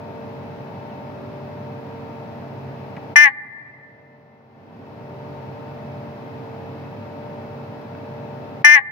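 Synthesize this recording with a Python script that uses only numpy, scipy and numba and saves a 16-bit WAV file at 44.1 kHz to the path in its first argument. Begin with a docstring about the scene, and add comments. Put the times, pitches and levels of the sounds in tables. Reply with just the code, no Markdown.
"""A horned frog honks twice in a rocky terrarium, in stereo, over the hum and rush of fans and pumps.
Each honk is a pulse train rung through the vocal sac; its pitch sags as the push ends.
Rock, glass and near walls echo it, and the hall rings on. The frog clicks softly as it braces.
A motor whines thinly; one faint chirp falls. The honks overload the recorder, whose gain
control ducks the hum, holds, and lets it swell back."""
import sys
import numpy as np
from scipy import signal
from scipy.fft import rfft, irfft
from scipy.io import wavfile
from scipy.ndimage import minimum_filter1d, map_coordinates
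from numba import njit

SR = 44100
rng = np.random.default_rng(int(sys.argv[2]) if len(sys.argv) > 2 else 0)


def materialize(psi):
    """Save the field psi as 16-bit PCM at rate SR to the path in sys.argv[1].

    A 1-D psi becomes a single channel; in a 2-D psi each row is a channel.
    """
    bounded = np.clip(np.atleast_2d(psi).T, -1, 1)
    quanta = np.round(bounded * 32767).astype(np.int16)
    wavfile.write(sys.argv[1], SR, quanta)


N = 392931
TIME_S = np.arange(N) / SR

# Fan and pump tones: pitch_hz, left_relative_db, right_relative_db
HUM_TONES = [(98.6, -48, -46.5), (136.1, -38.5, -38.5), (197, -58.5, -51.5), (228, -40.5, -43),
             (273.6, -58, -44.5), (286.7, -50, -56), (391.2, -47, -44), (455, -43.5, -39.5),
             (510, -62.5, -53.5), (548, -49, -49), (591.8, -40.5, -43.5), (646, -46, -57.5),
             (682.7, -49, -48.5), (693.5, -55, -51.5), (750, -62, -51.5), (783, -45.5, -49.5),
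             (837, -47, -54), (910, -41, -57.5), (926, -48.5, -63.5), (961, -56.5, -49.5), (1364, -61, -56)]
# Swells of two hum tones: pitch_hz, centre_s, half_length_s, rise_db
HUM_SWELLS = [(592, 1.08, 0.62, 5), (592, 5.97, 0.25, 6.5), (592, 7.8, 0.7, 5), (228, 0.2, 0.92, 2),
              (228, 7.22, 0.43, 3.5)]
# Rushing air and microphone hiss: frequency_hz, left_db_per_hz, right_db_per_hz
AIR_SPECTRUM = [(29.7, -95, -89), (72, -85, -79.5), (100, -59, -59.5), (150, -64, -62), (307, -67, -64),
                (333, -71, -71.5), (595, -73.5, -70.5), (926, -70.5, -75.5), (1260, -77.5, -79.5),
                (2310, -85.5, -84.5), (3060, -90.5, -93.5), (5150, -101, -96), (8050, -117, -116),
                (15300, -110, -107)]
# Left-right likeness of the air: frequency_hz, correlation
AIR_CORRELATION = [(130, 1), (290, 0.55), (640, 0.9), (1400, 0)]
# Motor whine: pitch_hz, width_hz, level_db
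WHINE_BANDS = [(2600, 37, -63), (4040, 38, -75)]
# Frog bracing itself: start_s, relative_db, ring_hz, t60_s
BRACING_CLICKS = [(2.966, -32.5, 1860, 0.043), (2.979, -31, 850, 0.04), (7.95, -36.5, 1380, 0.013)]
# Pushes through the vocal cords: start_s, length_s, drive_db
HONK_PUSHES = [(3.1561, 0.14, 4.5), (8.642, 0.16, 4.5)]
# Vocal sac and rock hollow response: frequency_hz, left_db, right_db
SAC_RESPONSE = [(100, -60.5, -61), (295, -32.5, -41), (598, -36, -31.5), (819, -2.5, -13.5),
                (885, -23, -25), (1080, -5.5, -25), (1231, -16.5, -13), (1370, -32, -29.5),
                (1510, -16, -28.5), (1550, -17.5, -13.5), (1655, -7.5, 1), (1770, 3.5, -5.5),
                (1910, 7.5, -5), (2087, 3.5, -17.5), (2202, -6.5, -14), (2290, -27, -4), (2680, -31.5, -17),
                (2947, -27, -20), (3270, -38.5, -30), (3750, -36, -37), (3880, -42.5, -35),
                (4400, -39, -42), (4400, -46.5, -56), (4990, -48.5, -48), (6100, -48.5, -75),
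                (6700, -50.5, -57), (7200, -57.5, -85)]
# Near-wall reflections: left_delay_ms, right_delay_ms, gain_db
WALL_ECHOES = [(12.8, 14.6, -17), (24.4, 10.8, -20)]
# Hall colour: frequency_hz, left_relative_db, right_relative_db
HALL_RESPONSE = [(600, 0, 0), (890, 6.5, 4.5), (1210, -1.5, -2.5), (1480, -1.5, -5), (1780, 3.5, -1.5),
                 (2070, -2.5, 1), (2400, 5.5, 1)]


def undb(db):
    """Decibels to gain."""
    return 10 ** (np.asarray(db) / 20)


def on_log_axis(points, size):
    """Table columns interpolated over log frequency onto FFT bins."""
    hz, *columns = np.transpose(points)
    log_bins = np.log(np.fft.rfftfreq(size, 1 / SR) + 1)
    return np.array([np.interp(log_bins, np.log(hz), column) for column in columns])


def drift(rate_hz):
    """Smooth random drift of unit spread."""
    knots = rng.standard_normal(int(N / SR * rate_hz) + 4)
    coarse = map_coordinates(knots, [TIME_S[::100] * rate_hz + 1], order=3)
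    return np.interp(TIME_S, TIME_S[::100], coarse / coarse.std())


def motor_hum(waver_hz=0.911, waver_db=2.13, flutter_rad=0.25, gain_db=-2.0, right_late_s=0.00025):
    """Fan and pump tones waver in pitch and level, and reach the left microphone first."""
    out = np.zeros((2, N))
    for hz, left_db, right_db in HUM_TONES:
        cycles = np.cumsum(hz + waver_hz * drift(4)) / SR + rng.random()
        phase = 2 * np.pi * cycles + flutter_rad * drift(25)
        lag_rad = min(2 * np.pi * hz * right_late_s, 2)
        swell_db = sum(rise_db * np.exp(-((TIME_S - centre_s) / half_s) ** 2)
                       for tone_hz, centre_s, half_s, rise_db in HUM_SWELLS if abs(tone_hz - hz) < 20)
        gain = undb(gain_db + swell_db + waver_db * drift(3.024))
        out += gain * undb([[left_db], [right_db]]) * np.sin([phase, phase - lag_rad])
    return out


def fan_air(waver_db=0.13):
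    """Steady fan rush, alike on both sides in the bass, with faint microphone hiss."""
    correlation = on_log_axis(AIR_CORRELATION, N)[0]
    mid, side = rfft(rng.standard_normal((2, N)))
    mid *= np.sqrt((1 + correlation) / 2)
    side *= np.sqrt((1 - correlation) / 2)
    rush = irfft(np.array([mid + side, mid - side]) * undb(on_log_axis(AIR_SPECTRUM, N)), N)
    return rush * np.sqrt(SR / 2) * undb(-waver_db * drift(4.7))


def motor_whine():
    """Narrow tones flutter in level and phase, differently at each microphone."""
    out = np.zeros((2, N))
    for hz, width_hz, db in WHINE_BANDS:
        phase = 2 * np.pi * hz * TIME_S
        for side in out:
            side += undb(db) * (drift(2 * width_hz) * np.cos(phase) + drift(2 * width_hz) * np.sin(phase))
    return out


def chirp(start_s=0.89, length_s=0.058, from_hz=3200, to_hz=2480, level_db=-58):
    """A faint whistle swells and fades as it slides down."""
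    progress = np.clip((TIME_S - start_s) / length_s, 0, 1)
    hz = from_hz + (to_hz - from_hz) * progress
    envelope = np.sqrt(4 * progress * (1 - progress))
    return undb(level_db) * envelope * np.sin(2 * np.pi * np.cumsum(hz) / SR)


def bracing_clicks(stage_width_hz=550, left_db=3, right_db=-4):
    """The frog braces: short noise scrapes, each through a two-stage resonance."""
    out = np.zeros(N)
    for start_s, db, hz, t60_s in BRACING_CLICKS:
        age_s = np.maximum(TIME_S - start_s, 0)
        envelope = (age_s > 0) * np.exp(-np.log(1000) * np.minimum(age_s / t60_s, 10))
        scrape = rng.standard_normal(N) * envelope
        resonance = signal.iirpeak(hz, max(hz / stage_width_hz, 1), fs=SR)
        ring = signal.lfilter(*resonance, signal.lfilter(*resonance, scrape))
        out += undb(db) * ring / np.abs(ring).max()
    return out * undb([[left_db], [right_db]])


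def honk(start_s, length_s, drive_db, jitter=0.002, shimmer=0.022, breath=0.055, harmonics=28):
    """Vocal cords snap once a cycle; pitch creeps up with the push, then sags and roughens on release."""
    pitch_hz, rise_hz_per_s, sag_hz_per_s = 294.4, 48, 737
    attack_s, release_s, close_s = 0.0045, 0.058, 0.013
    surge_db, surge_s, slacken_db = 4.5, 0.05, 20
    active = (TIME_S >= start_s) & (TIME_S < start_s + length_s)
    age_s = TIME_S[active] - start_s
    slack_s = np.maximum(age_s - (length_s - release_s), 0)
    roughness = 1 + 4.5 * (slack_s / release_s) ** 3
    hz = pitch_hz + rise_hz_per_s * age_s - sag_hz_per_s * slack_s
    hz *= 1 + roughness * jitter * drift(230)[active]
    effort_db = drive_db + surge_db * np.exp(-age_s / surge_s) - slacken_db * (slack_s / release_s) ** 2
    opening = np.minimum(np.minimum(age_s / attack_s, (length_s - age_s) / close_s), 1)
    phase = 2 * np.pi * np.cumsum(hz) / SR - np.pi
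    pulses = np.cos(np.outer(np.arange(1, harmonics + 1), phase)).sum(0)
    hiss = breath * roughness * rng.standard_normal(N)[active]
    flutter = 1 + roughness * shimmer * drift(250)[active]
    out = np.zeros(N)
    out[active] = np.sqrt(2) * (pulses + hiss) * undb(effort_db) * opening * flutter
    return out


def vocal_sac(cords, size=4096):
    """Sac and rock hollow ring as one minimum-phase filter per microphone."""
    cepstrum = irfft(np.log(undb(on_log_axis(SAC_RESPONSE, size))))
    cepstrum[:, 1:size // 2] *= 2
    cepstrum[:, size // 2 + 1:] = 0
    impulse = irfft(np.exp(rfft(cepstrum)))
    return signal.fftconvolve(cords[None], impulse, axes=1)[:, :N]


def frog(left_share=0.65, left_late_s=0.00016):
    """Honks reach the right microphone first; walls, terrarium and hall answer."""
    left, right = vocal_sac(sum(honk(*push) for push in HONK_PUSHES))
    voice = np.array([np.roll(left, round(left_late_s * SR)), right])
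    mono = left_share * left + (1 - left_share) * right
    return voice + walls(voice) + terrarium(voice) + hall(mono)


def terrarium(voice, gain_db=-24, t60_s=0.09, first_s=0.0024, edge_hz=3200, treble_db=14):
    """Dense, bright early echoes off rock and glass make the overtones uneven."""
    t = TIME_S[:SR // 4]
    echoes = rng.standard_normal((2, len(t))) * np.exp(-np.log(1000) * t / t60_s) * (t > first_s)
    echoes /= np.linalg.norm(echoes, axis=1, keepdims=True)
    bright = signal.sosfilt(signal.butter(6, edge_hz, "high", fs=SR, output="sos"), echoes)
    return undb(gain_db) * signal.fftconvolve(voice, echoes + undb(treble_db) * bright, axes=1)[:, :N]


def walls(voice):
    """One echo per near wall; overtones rise and dip as the pitch slides."""
    out = np.zeros((2, N))
    for *delays_ms, db in WALL_ECHOES:
        for side, delay_ms in enumerate(delays_ms):
            lag = round(delay_ms * SR / 1000)
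            out[side, lag:] += undb(db) * voice[side, :N - lag]
    return out


def hall(voice, gain_db=-20.5, t60_s=1.86, treble_t60_s=1.0, build_s=0.055, edge_hz=2300, treble_db=-8):
    """Diffuse tail, different at each microphone, weaker and shorter in the treble."""
    t = TIME_S[:2 * SR]
    noise = rng.standard_normal((2, len(t)))
    low = signal.sosfilt(signal.butter(10, edge_hz, fs=SR, output="sos"), noise)
    high = signal.sosfilt(signal.butter(10, edge_hz, "high", fs=SR, output="sos"), noise)
    low_decay, high_decay = undb(-60 * t / t60_s), undb(-60 * t / treble_t60_s)
    tail = low * low_decay + undb(treble_db) * high * high_decay
    tail *= (1 - np.exp(-t / build_s)) / np.linalg.norm(low_decay)
    tail = irfft(rfft(tail) * undb(on_log_axis(HALL_RESPONSE, len(t))))
    return undb(gain_db) * signal.fftconvolve(voice[None], tail, axes=1)[:, :N]


def soft_clip(x, limit, knee):
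    """Small values pass; peaks round off at the limit."""
    return x / (1 + np.abs(x / limit) ** knee) ** (1 / knee)


@njit
def follow(x, attack_s, release_s):
    """One-pole envelope with separate rise and fall times."""
    envelope, level = np.empty(len(x)), x[0]
    for i in range(len(x)):
        level += (x[i] - level) / (SR * (attack_s if x[i] > level else release_s))
        envelope[i] = level
    return envelope


def gain_control(x, ceiling=0.92, ahead_s=0.023, hold_s=1.226, attack_s=0.023, release_s=0.21):
    """Gain drops just ahead of peaks over the ceiling, holds, then recovers."""
    size = int(hold_s * SR)
    excess = np.maximum(np.abs(x).max(0) / ceiling, 1)
    held = -minimum_filter1d(-excess, size, origin=(size - 1) // 2, mode="nearest")
    return x / np.interp(TIME_S + ahead_s, TIME_S, follow(held, attack_s, release_s))


def scene():
    """The frog in front of the machines."""
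    return frog() + bracing_clicks() + motor_hum() + fan_air() + motor_whine() + chirp()


def record(dry, overload_db=15, full_scale=0.92, cutoff_hz=15750):
    """Input overload, gain control, clipping of the first peaks, low-pass."""
    overloaded = soft_clip(dry, undb(overload_db), knee=8)
    clipped = soft_clip(gain_control(overloaded), full_scale, knee=20)
    return signal.sosfilt(signal.ellip(10, 0.1, 80, cutoff_hz, fs=SR, output="sos"), clipped)


dry = scene()
out = record(dry)
materialize(out)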